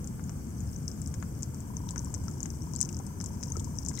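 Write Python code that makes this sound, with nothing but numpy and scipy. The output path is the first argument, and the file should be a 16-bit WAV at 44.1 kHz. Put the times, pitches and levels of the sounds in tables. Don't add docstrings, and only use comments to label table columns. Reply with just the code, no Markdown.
import sys
import numpy as np
from scipy import signal
from scipy.io import wavfile
from scipy.ndimage import uniform_filter1d

SR = 44100
rng = np.random.default_rng(int(sys.argv[2]) if len(sys.argv) > 2 else 0)


def waveform_to_disk(signal):
    frames = np.transpose(np.atleast_2d(signal))
    scaled = np.clip(frames, -1, 1) * 32767
    samples = np.round(scaled).astype(np.int16)
    wavfile.write(sys.argv[1], SR, samples)


N = 176400


def amp(db):
    return 10 ** (np.asarray(db) / 20)


def unit(x):
    return x / np.sqrt(np.mean(x ** 2) + 1e-20)


def peaked(x):
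    return x / (abs(x).max() + 1e-20)


def read(points, hz, column=1):
    table = np.array(points)
    return np.interp(np.log(hz + 1), np.log(table[:, 0] + 1), table[:, column])


def add(mix, start_s, sound):
    part = mix[max(round(start_s * SR), 0):][:len(sound)]
    part += sound[:len(part)]


def colour(points, size=1024):
    log_gain = np.log(amp(read(points, abs(np.fft.fftfreq(size, 1 / SR)))))
    return np.fft.ifft(np.exp(np.conj(signal.hilbert(log_gain)))).real[:size // 2]


def through(x, response):
    return signal.fftconvolve(x, response)[:len(x)]


def ring(hz, rise_s, ring_s, size=1500):
    t = np.arange(size) / SR
    return (1 - np.exp(-t / rise_s)) * np.exp(-t / ring_s) * np.sin(2 * np.pi * hz * t)


def cloud(size, rise_s=0.0008, decay_s=0.0076):
    t = np.arange(size) / SR
    return rng.standard_normal(size) * np.exp(-t / decay_s) * np.minimum(t / rise_s, 1) ** 2


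def burst(hz, swell_s, port, size=1500):
    roundness, glide, spray_db = 1.85, 0.018, -17
    age = np.arange(size) / SR / swell_s
    pitch = hz * (1 + glide * (np.minimum(age, 2) - 1))
    envelope = age * np.exp(-age ** roundness / roundness)
    pip = peaked(envelope * np.sin(2 * np.pi * np.cumsum(pitch) / SR))
    pip[0] += .5 + rng.random()
    droplet = ring(hz=6600, rise_s=0.00006, ring_s=0.00006)
    spray = through(cloud(size), droplet / np.linalg.norm(droplet))
    return peaked(through(pip + amp(spray_db) * spray, port))


def crackle():
    # start_s, level_db, pitch_hz, swell_s
    pops = [(0.0438, -31, 6440, 0.00045), (0.074, -24, 7400, 0.00024), (0.2395, -33.0, 6900, 0.00063),
            (0.2946, -28, 6250, 0.00024), (0.6054, -30.5, 6950, 0.00053), (0.7607, -35.5, 6110.0, 0.0023),
            (0.8799, -18.5, 5720, 0.00033), (0.9152, -29.5, 5700, 0.00037), (1.0172, -24.5, 7760, 0.00039),
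            (1.0613, -29, 5770, 0.00028), (1.0744, -25, 8060, 0.00028), (1.1413, -25.5, 7100, 0.00019),
            (1.2255, -34.5, 6860, 0.00088), (1.424, -24.5, 7550, 0.00022), (1.4312, -17, 6720.0, 0.00024),
            (1.5453, -30.0, 7170.0, 0.00014), (1.6046, -30, 7530, 0.00039), (1.768, -24.5, 6240, 0.00093),
            (1.89, -26.5, 6030.0, 0.00044), (1.9079, -21.5, 7610, 0.00037), (1.96, -26, 6300, 0.00035),
            (1.979, -21, 5950, 0.00094), (1.9924, -23.5, 6200, 0.00046), (2.046, -27, 7620, 0.00074),
            (2.1415, -17.5, 7600, 0.00025), (2.146, -25, 6200, 0.00059), (2.2821, -26, 5660, 0.00041),
            (2.3133, -32, 6920.0, 0.00035), (2.4046, -23.5, 6400, 0.00045), (2.4301, -17.5, 6880, 0.00062),
            (2.4582, -23.5, 6760, 0.00041), (2.5034, -25.5, 6050, 0.00036), (2.6194, -35.5, 5740, 0.0013),
            (2.736, -24.5, 6450.0, 0.00019), (2.752, -31.0, 6470.0, 0.00115),
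            (2.7616, -17.5, 7530, 0.00042), (2.7855, -33.0, 5570.0, 0.00074), (2.7908, -25, 6570.0, 0.0004),
            (2.8053, -15, 6480.0, 0.00035), (2.8124, -6.5, 7900, 0.00036), (2.816, -30, 7500, 0.00036),
            (2.8283, -14, 6370, 0.00047), (2.8502, -23.5, 6500, 0.00022), (2.856, -29, 6170, 0.00066),
            (2.8904, -22.5, 6500, 0.00014), (2.928, -27, 6610.0, 0.00026), (2.9456, -29, 5400, 0.00028),
            (2.968, -25, 6350.0, 0.00022), (2.99, -28, 6870.0, 0.0003), (3.066, -27.5, 9140, 0.00017),
            (3.2023, -26.5, 5700, 0.00037), (3.2124, -20.5, 5840, 0.000077), (3.241, -22, 8400, 0.0002),
            (3.2606, -20.5, 7100, 0.00029), (3.2664, -34, 7100.0, 0.00025), (3.4293, -21.5, 6400, 0.00014),
            (3.435, -19.0, 5750, 0.00021), (3.4824, -33, 5600, 0.00077), (3.5015, -32, 9140.0, 0.00047),
            (3.5198, -23.5, 6330, 0.0016), (3.5681, -21.5, 6050, 0.00026), (3.5964, -27, 6520.0, 0.00023),
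            (3.5996, -28, 6840, 0.00051), (3.6014, -31.0, 8180.0, 0.00068), (3.6449, -24.5, 6900, 0.00015),
            (3.7864, -19, 5800, 0.00063), (3.85, -23.5, 7250, 0.00022), (3.8622, -19.5, 6400, 0.00031),
            (3.886, -13.5, 7700, 0.00019), (3.8915, -34, 6880.0, 0.00057), (3.8951, -26.5, 7000, 0.00056),
            (3.9004, -34, 6540.0, 0.00026), (3.953, -29.0, 6550, 0.00085), (3.9755, -28, 6150, 0.00033),
            (3.9912, -19.5, 6900, 0.00022)]
    # frequency_hz, gain_db
    port_eq = [(100, -51), (1500, -52), (3000, -20.5), (4200, -14), (5000, 1.5), (5700, 3.5), (8200, 1),
               (9600, -6), (12000, -8), (16000, -23.5)]
    # frequency_hz, gain_db
    shadow_eq = [(1000, -12), (4000, -21), (6500, -28), (9000, -27), (16000, -20)]
    # time_s, level_db
    fizz_ride = [(0, -62.5), (.8, -54.5), (1.3, -58), (1.7, -58.5), (1.96, -52.5), (2.5, -53),
                 (2.82, -55.5), (3.1, -64), (3.48, -49.5), (3.72, -55.5), (3.95, -46.5)]
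    pop_gain_db, fizz_per_s, spread_db, low_hz, high_hz = 1.5, 300, 3, 5130, 8340
    port, left, fizz = colour(port_eq), np.zeros(N), np.zeros(N)
    for start_s, level_db, pitch_hz, swell_s in pops:
        add(left, start_s, amp(level_db + pop_gain_db) * burst(pitch_hz, swell_s, port))
    for when, size, pitch, length in rng.random((int(fizz_per_s * N / SR), 4)):
        strength = amp(spread_db * min(-np.log(1 - size), 3.8))
        pitch_hz = low_hz + (high_hz - low_hz) * pitch
        swell_s = 0.00037 * (.5 + length)
        add(fizz, when * N / SR, strength * burst(pitch_hz, swell_s, port))
    left += unit(fizz) * amp(np.interp(np.arange(N) / SR, *np.transpose(fizz_ride)))
    return np.array([left, through(left, colour(shadow_eq))])


def plops(gain_db=4.5, right_db=-18):
    # start_s, level_db, pitch_hz, ring_s
    bubbles = [(0.195, -37, 1290, 0.0005), (0.295, -36.5, 1270, 0.00019), (1.1398, -36, 1680, 0.00023),
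               (1.2262, -29.5, 1410, 0.00055), (1.889, -36, 3770, 0.00031), (1.96, -31, 1500, 0.00059),
               (2.141, -42, 1740, 0.00055), (2.282, -37.5, 1350, 0.0014), (2.4562, -33, 1500, 0.00026),
               (2.753, -40, 4700, 0.0019), (2.8132, -37.5, 2330, 0.00027), (2.89, -43, 2680, .0012),
               (3, -36, 736, 0.0013), (3.206, -33.5, 1280, 0.0003), (3.43, -34.5, 1800, 0.00016),
               (3.556, -40.5, 1290, 0.005), (3.5699, -31.5, 430, 0.002), (3.596, -43.5, 3350, 0.00063),
               (3.9148, -36.5, 1440, 0.00036), (3.974, -38.5, 3900, 0.00097), (3.981, -41, 2000, 0.0012)]
    out = np.zeros((2, N))
    for start_s, level_db, pitch_hz, ring_s in bubbles:
        note = amp(level_db + gain_db) * peaked(ring(pitch_hz, rise_s=0.0001, ring_s=ring_s))
        add(out[0], start_s, ground_scatter(note))
        add(out[1], start_s, amp(right_db) * ground_scatter(note))
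    return out


def ground_scatter(x, wet_db=-3.5):
    reflections = unit(through(x, cloud(len(x))))
    return x + amp(wet_db) * reflections * x.std()


def ticking():
    # time_s, level_db
    tick_ride = [(1.53, -40), (1.58, -49), (1.65, -41.5), (1.87, -39.5), (2.05, -41), (2.4, -50.5),
                 (2.7, -43.5), (4, -43.5)]
    first_s, ticks_per_s, body_hz = 1.5362, 29.97, 966
    weak_db, jitter_db, right_db, right_lag_s = -2, 2.5, -8, 0.0003
    out = np.zeros((2, N))
    for k, beat_s in enumerate(np.arange(first_s, N / SR, 1 / ticks_per_s)):
        level_db = np.interp(beat_s, *np.transpose(tick_ride))
        level_db += weak_db * (k % 2) + jitter_db * rng.standard_normal()
        pitch_hz = body_hz * (1 + 0.021 * rng.standard_normal())
        tick = amp(level_db) * peaked(ring(pitch_hz, rise_s=0.00091, ring_s=0.0052))
        start_s = beat_s + 0.0004 * rng.standard_normal()
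        add(out[0], start_s, tick)
        add(out[1], start_s + right_lag_s, amp(right_db) * tick)
    return out


def whine():
    pitch_hz, width_hz, level_db, right_db = 6200, 85, -59.5, -9
    start_s, arch_s = 2.2, 2.8
    progress = np.clip((np.arange(N) / SR - start_s) / arch_s, 0, 1)
    swell = np.sqrt(np.maximum(np.sin(np.pi * progress), 0))
    resonance = signal.iirpeak(pitch_hz, pitch_hz / width_hz, SR)
    tone = signal.lfilter(*resonance, rng.standard_normal((2, N)))
    return amp(level_db) * swell * unit(tone) * amp([[0], [right_db]])


def bumps():
    # start_s, peak_db
    hits = [(1.175, -25.5), (3.577, -27.5)]
    bump = peaked(ring(hz=91, rise_s=0.0078, ring_s=0.014, size=6000))
    out = np.zeros(N)
    for start_s, peak_db in hits:
        add(out, start_s, amp(peak_db) * bump)
    return out


def rumble():
    # frequency_hz, relative_density_db
    spectrum = [(15, -36), (25, -42), (45, -4.5), (60, -10.5), (76, 3), (105, -1.5), (135, -1.5), (185, -4),
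                (270, -9.5), (344, -17), (600, -28.5), (900, -30), (1600, -35.5), (2300, -42.5),
                (3200, -45.5), (4200, -57.5), (8000, -63)]
    return wash(spectrum, level_db=-36.5, patch_db=0.75, swell_db=-0.11, size=4096)


def hiss():
    # frequency_hz, relative_density_db
    spectrum = [(2500, -18), (4000, -35), (4600, -6.5), (5300, -7), (6200, -0.5), (7100, -5.5), (8000, 1.5),
                (9300, -7), (11000, -8.5), (15500, -8.5), (16500, -25)]
    return wash(spectrum, level_db=-56, patch_db=2, swell_db=-0.25, size=512)


def wash(spectrum, level_db, patch_db, swell_db, size):
    # frequency_hz, likeness (0-1), left_minus_right_db, left_lead_rad
    image = [(30.2, 0.56, -9, 0.45), (75.5, 1, 2, 0.29), (152, 0.93, 2.5, 0.22), (350, 0.91, 3.5, 0.88),
             (730, 0.8, 3, 1.34), (1310, 0.05, 2.5, 2.15), (2850, 0.06, 2, 2.8), (5700, 0.13, 3.5, 4.2),
             (11100, 0.2, 1.7, 1.3)]
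    hop = size // 4
    hz = np.fft.rfftfreq(size, 1 / SR)
    left_re, left_im, side_re, side_im, patches = rng.standard_normal((N // hop + 5, len(hz), 5)).T
    patches = uniform_filter1d(patches, size=8, axis=0)
    patches = unit(uniform_filter1d(patches, size=6, axis=1))
    swell = unit(uniform_filter1d(rng.standard_normal(patches.shape[1]), size=14))
    likeness, balance_db, lead_rad = (read(image, hz, column)[:, None] for column in (1, 2, 3))
    left, side = left_re + 1j * left_im, side_re + 1j * side_im
    right = (likeness * left + np.sqrt(1 - likeness ** 2) * side) * np.exp(-1j * lead_rad)
    frames = np.array([left * amp(balance_db / 2), right * amp(-balance_db / 2)])
    frames *= amp(read(spectrum, hz)[:, None] + patch_db * patches + swell_db * swell)
    _, noise = signal.istft(frames, nperseg=size, noverlap=size - hop)
    return amp(level_db) * unit(noise[:, :N])


def scene():
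    beds = rumble() + hiss()
    return crackle() + plops() + ticking() + whine() + bumps() + beds


def record(dry, cutoff_hz=15950):
    # centre_hz, width_hz
    notches = [(1890, 138), (2680, 170), (3440, 66), (4290, 13), (4840, 200)]
    for centre_hz, width_hz in notches:
        dry = signal.lfilter(*signal.iirnotch(centre_hz, centre_hz / width_hz, SR), dry)
    lowpass = signal.firwin(511, cutoff_hz, window=("kaiser", 9), fs=SR)
    return signal.oaconvolve(dry, lowpass[None], "same")


dry = scene()
out = record(dry)
waveform_to_disk(out)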